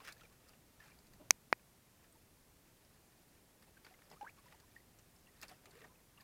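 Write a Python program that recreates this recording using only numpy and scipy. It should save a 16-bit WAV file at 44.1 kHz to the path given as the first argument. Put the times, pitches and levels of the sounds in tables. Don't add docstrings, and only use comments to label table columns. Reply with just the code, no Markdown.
import sys
import numpy as np
from scipy import signal
from scipy.fft import rfft, irfft
from scipy.io import wavfile

SR = 44100
rng = np.random.default_rng(int(sys.argv[2]) if len(sys.argv) > 2 else 0)


def master_out(mix):
    frames = np.transpose(np.atleast_2d(mix))
    ceiling = np.clip(frames, -1, 1)
    pcm = np.round(ceiling * 32767).astype(np.int16)
    wavfile.write(sys.argv[1], SR, pcm)


def boost(x):
    u = np.asarray(x, float) / 20
    return 10 ** u


N = 274743


def rms_one(x):
    return x / np.sqrt(np.mean(x ** 2) + 1e-20)


def background():
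    # (frequency [Hz], level [dB per Hz])
    density = [(12, -37), (20, -1.5), (116, -1), (172, -3), (337, -8), (607, -13), (923, -15),
               (1370, -18.5), (1910, -19), (3160, -22), (14300, -22.5), (16000, -27.5)]
    # (time [s], rumble level [dB])
    heave = [(0, -73), (1.25, -71.5), (1.8, -76.5), (2.4, -73.5), (3.5, -75.5), (5.47, -72), (6.23, -74.5)]
    crossover_hz, hiss_db = 200, -69.5
    hz = np.fft.rfftfreq(N, 1 / SR) + 1
    density_hz, density_db = np.transpose(density)
    colour = boost(np.interp(np.log(hz), np.log(density_hz), density_db))
    noise = rfft(rng.standard_normal(N)) * colour
    low_share = 1 / (1 + (hz / crossover_hz) ** 2)
    heave_db = np.interp(np.arange(N) / SR, *np.transpose(heave))
    rumble = rms_one(irfft(noise * low_share, N)) * boost(heave_db)
    hiss = rms_one(irfft(noise * (1 - low_share), N)) * boost(hiss_db)
    return rumble + hiss


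def drift(rate_hz):
    step = 40
    r = np.exp(-2 * np.pi * step * rate_hz / SR)
    settle = 2000
    noise = rng.standard_normal(N // step + settle + 2)
    slow = signal.lfilter([1], [1, -2 * r, r * r], noise)[settle:]
    return np.interp(np.arange(N) / step, np.arange(len(slow)), rms_one(slow))


def grains(per_s, spread_db):
    size_db = spread_db * np.minimum(rng.exponential(1, N), 4)
    sizes = boost(size_db) * rng.choice([-1, 1], N)
    return rms_one(sizes * (rng.random(N) < per_s / SR))


def resonances(x, modes, favour_db):
    out = 0
    for k, (hz, width_hz, level_db) in enumerate(modes):
        r = np.exp(-np.pi * width_hz / SR)
        poles = [1, -2 * r * np.cos(2 * np.pi * hz / SR), r * r]
        zeros = [(1 - r * r) / 2, 0, (r * r - 1) / 2]
        drive = x * boost(level_db + favour_db * drift(40))
        sign = (-1) ** k
        out = out + sign * signal.lfilter(zeros, poles, drive + 1e-18)
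    return out


def bodies(drops, thump, middle, spray, favour_db):
    # (frequency [Hz], width [Hz], level [dB])
    plank_modes = [(165.46, 28, 2), (302, 130, 0), (430.4, 240, 0.5), (610, 150, 2.5), (830, 247, -4)]
    # (frequency [Hz], width [Hz], level [dB])
    housing_modes = [(1100, 300, -4), (1580, 540, 1.5), (1850, 250, 4), (2300, 410, -2), (2700, 280, 0),
                     (3340, 870, -7.5)]
    # (frequency [Hz], width [Hz], level [dB])
    spray_modes = [(4400, 940, 1), (5060, 800, 1.5), (6455, 1800, -4), (9100, 3000, -6.5),
                   (12084, 3000, -8), (15000, 2700, -12.5)]
    planks = resonances(drops * thump, plank_modes, favour_db)
    housing = resonances(drops * middle, housing_modes, favour_db)
    return planks + housing + resonances(drops * spray, spray_modes, favour_db)


def lapping():
    # (time [s], fine lapping level [dB])
    restlessness = [(0, -83), (.15, -73.5), (.5, -85.5), (.94, -72.5), (1.28, -85), (1.561, -94),
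                    (1.9, -88), (3.2, -76.5), (3.4, -86), (4.08, -77), (4.76, -77), (5.47, -77),
                    (5.66, -81.5), (5.97, -79), (6.12, -86), (6.23, -78)]
    slosh_db, slosh_follows, middling_db = -77.5, 1.4, -78.5
    fine_db = np.interp(np.arange(N) / SR, *np.transpose(restlessness))
    fine = boost(fine_db - 2 + 3 * drift(12))
    slosh = boost(slosh_db + slosh_follows * (fine_db - middling_db) + 2 * drift(8))
    drops = grains(2000, spread_db=4) * boost(6.5)
    return bodies(drops, slosh, fine, fine * boost(-4), favour_db=4)


def slaps():
    # (time [s], peak level [dB])
    pats = [(.0014, -51.5), (.064, -53), (0.111, -66), (0.195, -63), (.2089, -55), (0.5332, -58),
            (.9163, -66), (1.5946, -61), (3.3794, -64), (3.772, -60), (3.865, -45.5), (3.939, -56),
            (3.9885, -57.5), (4.0183, -54.5), (4.484, -63), (4.5236, -53), (5.2695, -61), (5.817, -49.5),
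            (6.18, -61)]
    # (time [s], peak level [dB])
    splashes = [
        (0.047, -49),
        (0.0737, -42.5),
        (.253, -65),
        (0.8005, -61),
        (0.8397, -62),
        (3.623, -57.5),
        (4.4566, -66),
        (4.9871, -60.5),
        (5.4243, -49),
        (5.493, -56),
    ]
    # (time [s], peak level [dB])
    full_slaps = [(0.0871, -49.5), (.2334, -55), (0.3243, -61), (0.4912, -62), (2.0408, -66),
                  (3.8464, -52.5), (4.2097, -56.5), (4.4391, -62), (4.5994, -66), (5.4303, -48),
                  (5.6556, -50.5), (5.7524, -61.5), (5.789, -65)]
    # (time [s], peak level [dB])
    flicks = [(0.1231, -61), (0.179, -71), (0.4856, -69), (.988, -72), (1.068, -71.5), (1.1344, -71.5),
              (4.1, -68.5), (4.6, -75), (5.414, -58), (5.4813, -60), (5.708, -71.5), (6.2086, -69)]
    # (time [s], peak level [dB])
    slops = [
        (0.8617, -71),
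        (1.198, -73),
        (2.156, -74),
        (4.1133, -55),
        (4.2254, -60),
        (4.246, -63),
        (5.5153, -64),
        (5.8413, -62),
    ]
    # (hull thump re peak [dB], spray re peak [dB], decay time t60 [s])
    kinds = [
        (-15, -18, 0.042),
        (-30, 0, 0.091),
        (-5, -4, 0.068),
        (-4, 13, 0.059),
        (9, 0, 0.041),
    ]
    rise_s = 0.0015
    decay_stretch = np.array([[1.4], [1], [0.65]])
    levels = np.zeros((3, N))
    drops = grains(4300, spread_db=4)
    for wavelets, (thump_db, spray_db, t60) in zip((pats, splashes, full_slaps, flicks, slops), kinds):
        balance_db = 6 + np.array([[thump_db + 4.5], [0], [spray_db - 2]])
        for s, peak_db in wavelets:
            start = round(s * SR)
            t = np.arange(min(round(0.2 * SR), N - start)) / SR
            shape = (1 - np.exp(-t / rise_s)) * boost(-60 * t / (t60 * decay_stretch))
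            levels[:, start:start + len(t)] += boost(peak_db + balance_db) * shape
            drops[start + 40] = 15
    return bodies(drops, *levels, favour_db=2.5)


def pockets():
    # (time [s], peak level [dB], pitch [Hz], hold [s])
    plain = [(.002, -56, 1020, .0057), (.083, -54, 1516, 0.011), (.165, -64, 1710, 0.0056),
             (.213, -57.5, 1356, .0057), (.236, -65, 473, 0.0059), (.801, -54, 1750, 0.007),
             (.826, -67, 1320, .006), (.855, -65, 860, 0.0093), (.884, -66, 1500, .01),
             (.31, -70.5, 1100, 0.015), (1.198, -59, 595, 0.013), (1.205, -60, 289.9, 0.0092),
             (2.155, -63, 900, .0056), (3.769, -58, 1605, .0055), (3.905, -64, 740, .02),
             (4.377, -63.5, 1100, 0.016), (4.458, -62, 967, .01), (4.482, -62, 1900, .003),
             (4.533, -67, 856, 0.018), (4.763, -49, 1850, 0.0038), (5.282, -65, 1940, .011),
             (5.422, -56, 1845, .005), (5.437, -66, 708, 0.012), (5.514, -56.5, 744, 0.0091),
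             (5.812, -62, 1850, 0.015), (5.842, -52.5, 1806, 0.0041), (5.894, -69.5, 1010, 0.03),
             (6.18, -65.5, 1150, .008), (6.198, -63, 1780, 0.009), (6.215, -66, 1050, 0.0086)]
    # (time [s], peak level [dB], pitch [Hz])
    pings = [(.111, -62, 2250), (.251, -63, 2310), (.916, -63, 2330), (.987, -66, 4830), (2.125, -59, 8260),
             (3.637, -73, 2130), (3.849, -58, 4400), (3.851, -61, 4780), (3.868, -67, 4700),
             (3.939, -59.5, 2120), (4.02, -72, 2140), (4.063, -67, 4600), (4.116, -60.5, 4970),
             (4.123, -64, 2700), (4.632, -70, 1000), (4.778, -68, 1860), (4.799, -67.5, 1980),
             (4.463, -66, 5000), (4.53, -70, 4900), (5.162, -63, 5230), (5.268, -62.5, 2700),
             (5.707, -69, 4400), (5.427, -51.5, 5230), (5.428, -50, 2700), (5.953, -69, 2545),
             (6.175, -58, 2780), (6.206, -59.5, 4670)]
    # (time [s], peak level [dB], pitch [Hz], hold [s], pitch rise over hold [share])
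    gulp = [
        (4.2103, -42.5, 817, .0207, .026),
        (4.211, -62, 1600, .011, .03),
        (4.212, -63, 2860, .0061, .018),
        (4.232, -50, 740, .016, .3),
        (4.246, -58, 1480, .01, .06),
        (4.249, -55, 950, .009, .05),
        (4.26, -46, 1050, .0162, .66),
        (4.277, -60, 1950, .007, .17),
        (4.28, -52, 1740, .005, .02),
        (4.288, -56, 1860, .009, .3),
    ]
    # (time [s], peak level [dB], pitch [Hz], hold [s], pitch rise over hold [share])
    gurgles = [
        (4.16, -64.5, 1048, 0.0185, .25),
        (5.662, -66, 395, 0.034, .05),
        (5.732, -61.5, 361, 0.053, 0.4),
        (5.814, -58, 412, 0.017, 0.11),
        (5.84, -69, 533, .02, 0.32),
    ]
    hold_cycles, slight_rise = 13.4, 0.0083
    simple = list(plain) + [(s, db, hz, hold_cycles / hz) for s, db, hz in pings]
    rows = []
    for s, db, hz, hold in simple:
        t60 = 0.039 * (1000 / hz) ** 0.72
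        rows.append((s, db, hz, hold, t60, slight_rise))
    for risers, t60 in ((gulp, 0.0075), (gurgles, 0.03)):
        rows += [(s, db, hz, hold, t60, rise) for s, db, hz, hold, rise in risers]
    return rows


def bubbles():
    attack_s, steady_db = 0.00053, -51.5
    out, wobble = np.zeros(N), drift(190)
    for s, peak_db, hz, hold, t60, rise in pockets():
        start = round(s * SR)
        t = np.arange(min(round(0.12 * SR), N - start)) / SR
        steady = peak_db > steady_db and rise < 0.05
        shake = (0.5 + 0.3 * rise - 0.5 * steady) * wobble[start:start + len(t)]
        pitch = hz * (1 + rise * np.minimum(t / hold, 1.5) + 0.058 * shake)
        swell_db = -(3 + 8 * rise) * np.maximum(1 - t / hold, 0)
        burst_db = -60 * np.maximum(t - hold, 0) / t60
        shape = (1 - np.exp(-t / attack_s)) * boost(peak_db + swell_db + burst_db + 3.6 * shake)
        cycles = np.cumsum(pitch) / SR + rng.random()
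        out[start:start + len(t)] += shape * np.sin(2 * np.pi * cycles)
    return out


def swashes():
    # (time of crest [s], level [dB], hull thump re level [dB], half length [s])
    crests = [(.01, -69, 7, .02), (0.073, -56.5, -3.5, 0.031), (0.211, -67.5, -3, 0.015),
              (0.486, -73.5, 3, 0.068), (0.864, -67, -7, 0.051), (1.208, -75, 17.5, 0.0093),
              (1.242, -79, 17, 0.021), (2.034, -74.5, 1, 0.028), (2.68, -74, -10, .025),
              (2.95, -79, -6, 0.046), (3.361, -73, -10, 0.03), (3.684, -73.5, 11.5, .011),
              (3.792, -74, -2, .015), (3.892, -71, 2, 0.032), (3.99, -81, -4, .02), (4.084, -77, 11, 0.039),
              (4.13, -65, 8.5, 0.016), (4.268, -71, 9.5, .0084), (4.298, -66, 5, 0.012),
              (4.459, -75, 0, .02), (4.529, -71.5, 7, 0.03), (4.604, -78, -7, 0.019),
              (5.438, -58.5, -2, 0.013), (5.515, -61.5, 2.5, .019), (5.668, -73.5, 9, 0.031),
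              (5.78, -66.5, 2, 0.036), (5.849, -70.5, 8.5, 0.029), (6.214, -68.5, -9, 0.015)]
    spray_db = -8.5
    levels, t = np.zeros((3, N)), np.arange(N) / SR
    for s, crest_db, thump_db, half in crests:
        near = slice(max(round((s - 3 * half) * SR), 0), round((s + 3 * half) * SR))
        shape = np.exp(-0.5 * ((t[near] - s) / half) ** 2)
        levels[:, near] += boost(crest_db + np.array([[thump_db], [0], [spray_db]])) * shape
    drops = grains(9000, spread_db=2) * boost(8.5 + 1.8 * drift(66))
    return bodies(drops, *levels, favour_db=2.4)


def blow(hit, modes):
    s, level_db, contact_s = hit
    t = np.arange(round(0.03 * SR)) / SR
    ringing = 0
    for hz, height, t60 in modes:
        ringing = ringing + height * boost(-60 * t / t60) * np.sin(2 * np.pi * hz * t)
    start = round(s * SR) - 100
    force = np.exp(-abs(np.arange(256) + start - s * SR) / (contact_s * SR))
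    sound = np.convolve(ringing, force / force.sum())
    out = np.zeros(N)
    out[start:start + len(sound)] = boost(level_db) * sound
    no_bass = signal.butter(2, 150, "high", fs=SR, output="sos")
    return signal.sosfilt(no_bass, out + 1e-18)


def knocks():
    # (time [s], level [dB], contact time [s])
    lean_hit = (1.307465, 0, .000198)
    tick_hit = (1.307712, 0, .0000229)
    knock_hit = (1.5276, 0, .000129)
    # (frequency [Hz], signed height [linear], decay time t60 [s])
    lean_modes = [(908, -.27, .0027), (2318, -.45, .0114), (4855, 2.28, .009), (7443, 6.7, .006),
                  (10970, -10, .006)]
    tick_modes = [(810, .038, .0047), (1956, .234, .0032), (2480, -.217, .006), (3150, -.22, .0015),
                  (4547, -.075, .0077), (5517, -.346, .0054), (6149, -1.43, .0033), (6778, .97, .0024),
                  (7985, .25, .005), (10600, .55, .0025), (12450, -.6, .0015), (13770, -.26, .0033),
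                  (16500, .055, .008)]
    knock_modes = [(517, .66, .0019), (935, .045, .0075), (1880, .04, .02), (2061, -2.25, .0022),
                   (2466, .3, .0126), (3220, 1.2, .0015), (4504, -1.38, .0027), (5557, 1.13, .0025),
                   (8760, -.9, .0017), (11980, .9, .0042), (13900, -.5, .003), (15200, .8, .003)]
    return blow(lean_hit, lean_modes) + blow(tick_hit, tick_modes) + blow(knock_hit, knock_modes)


def scene():
    water = lapping() + slaps() + bubbles() + swashes()
    return (background() + water + knocks())[None]


def low_pass(x):
    return signal.sosfilt(signal.butter(12, 16850, fs=SR, output="sos"), x)


def record(dry):
    steep = signal.cheby2(10, 60, 17200, fs=SR, output="sos")
    mix = signal.sosfilt(steep, dry)
    return low_pass(mix)


dry = scene()
out = record(dry)
master_out(out)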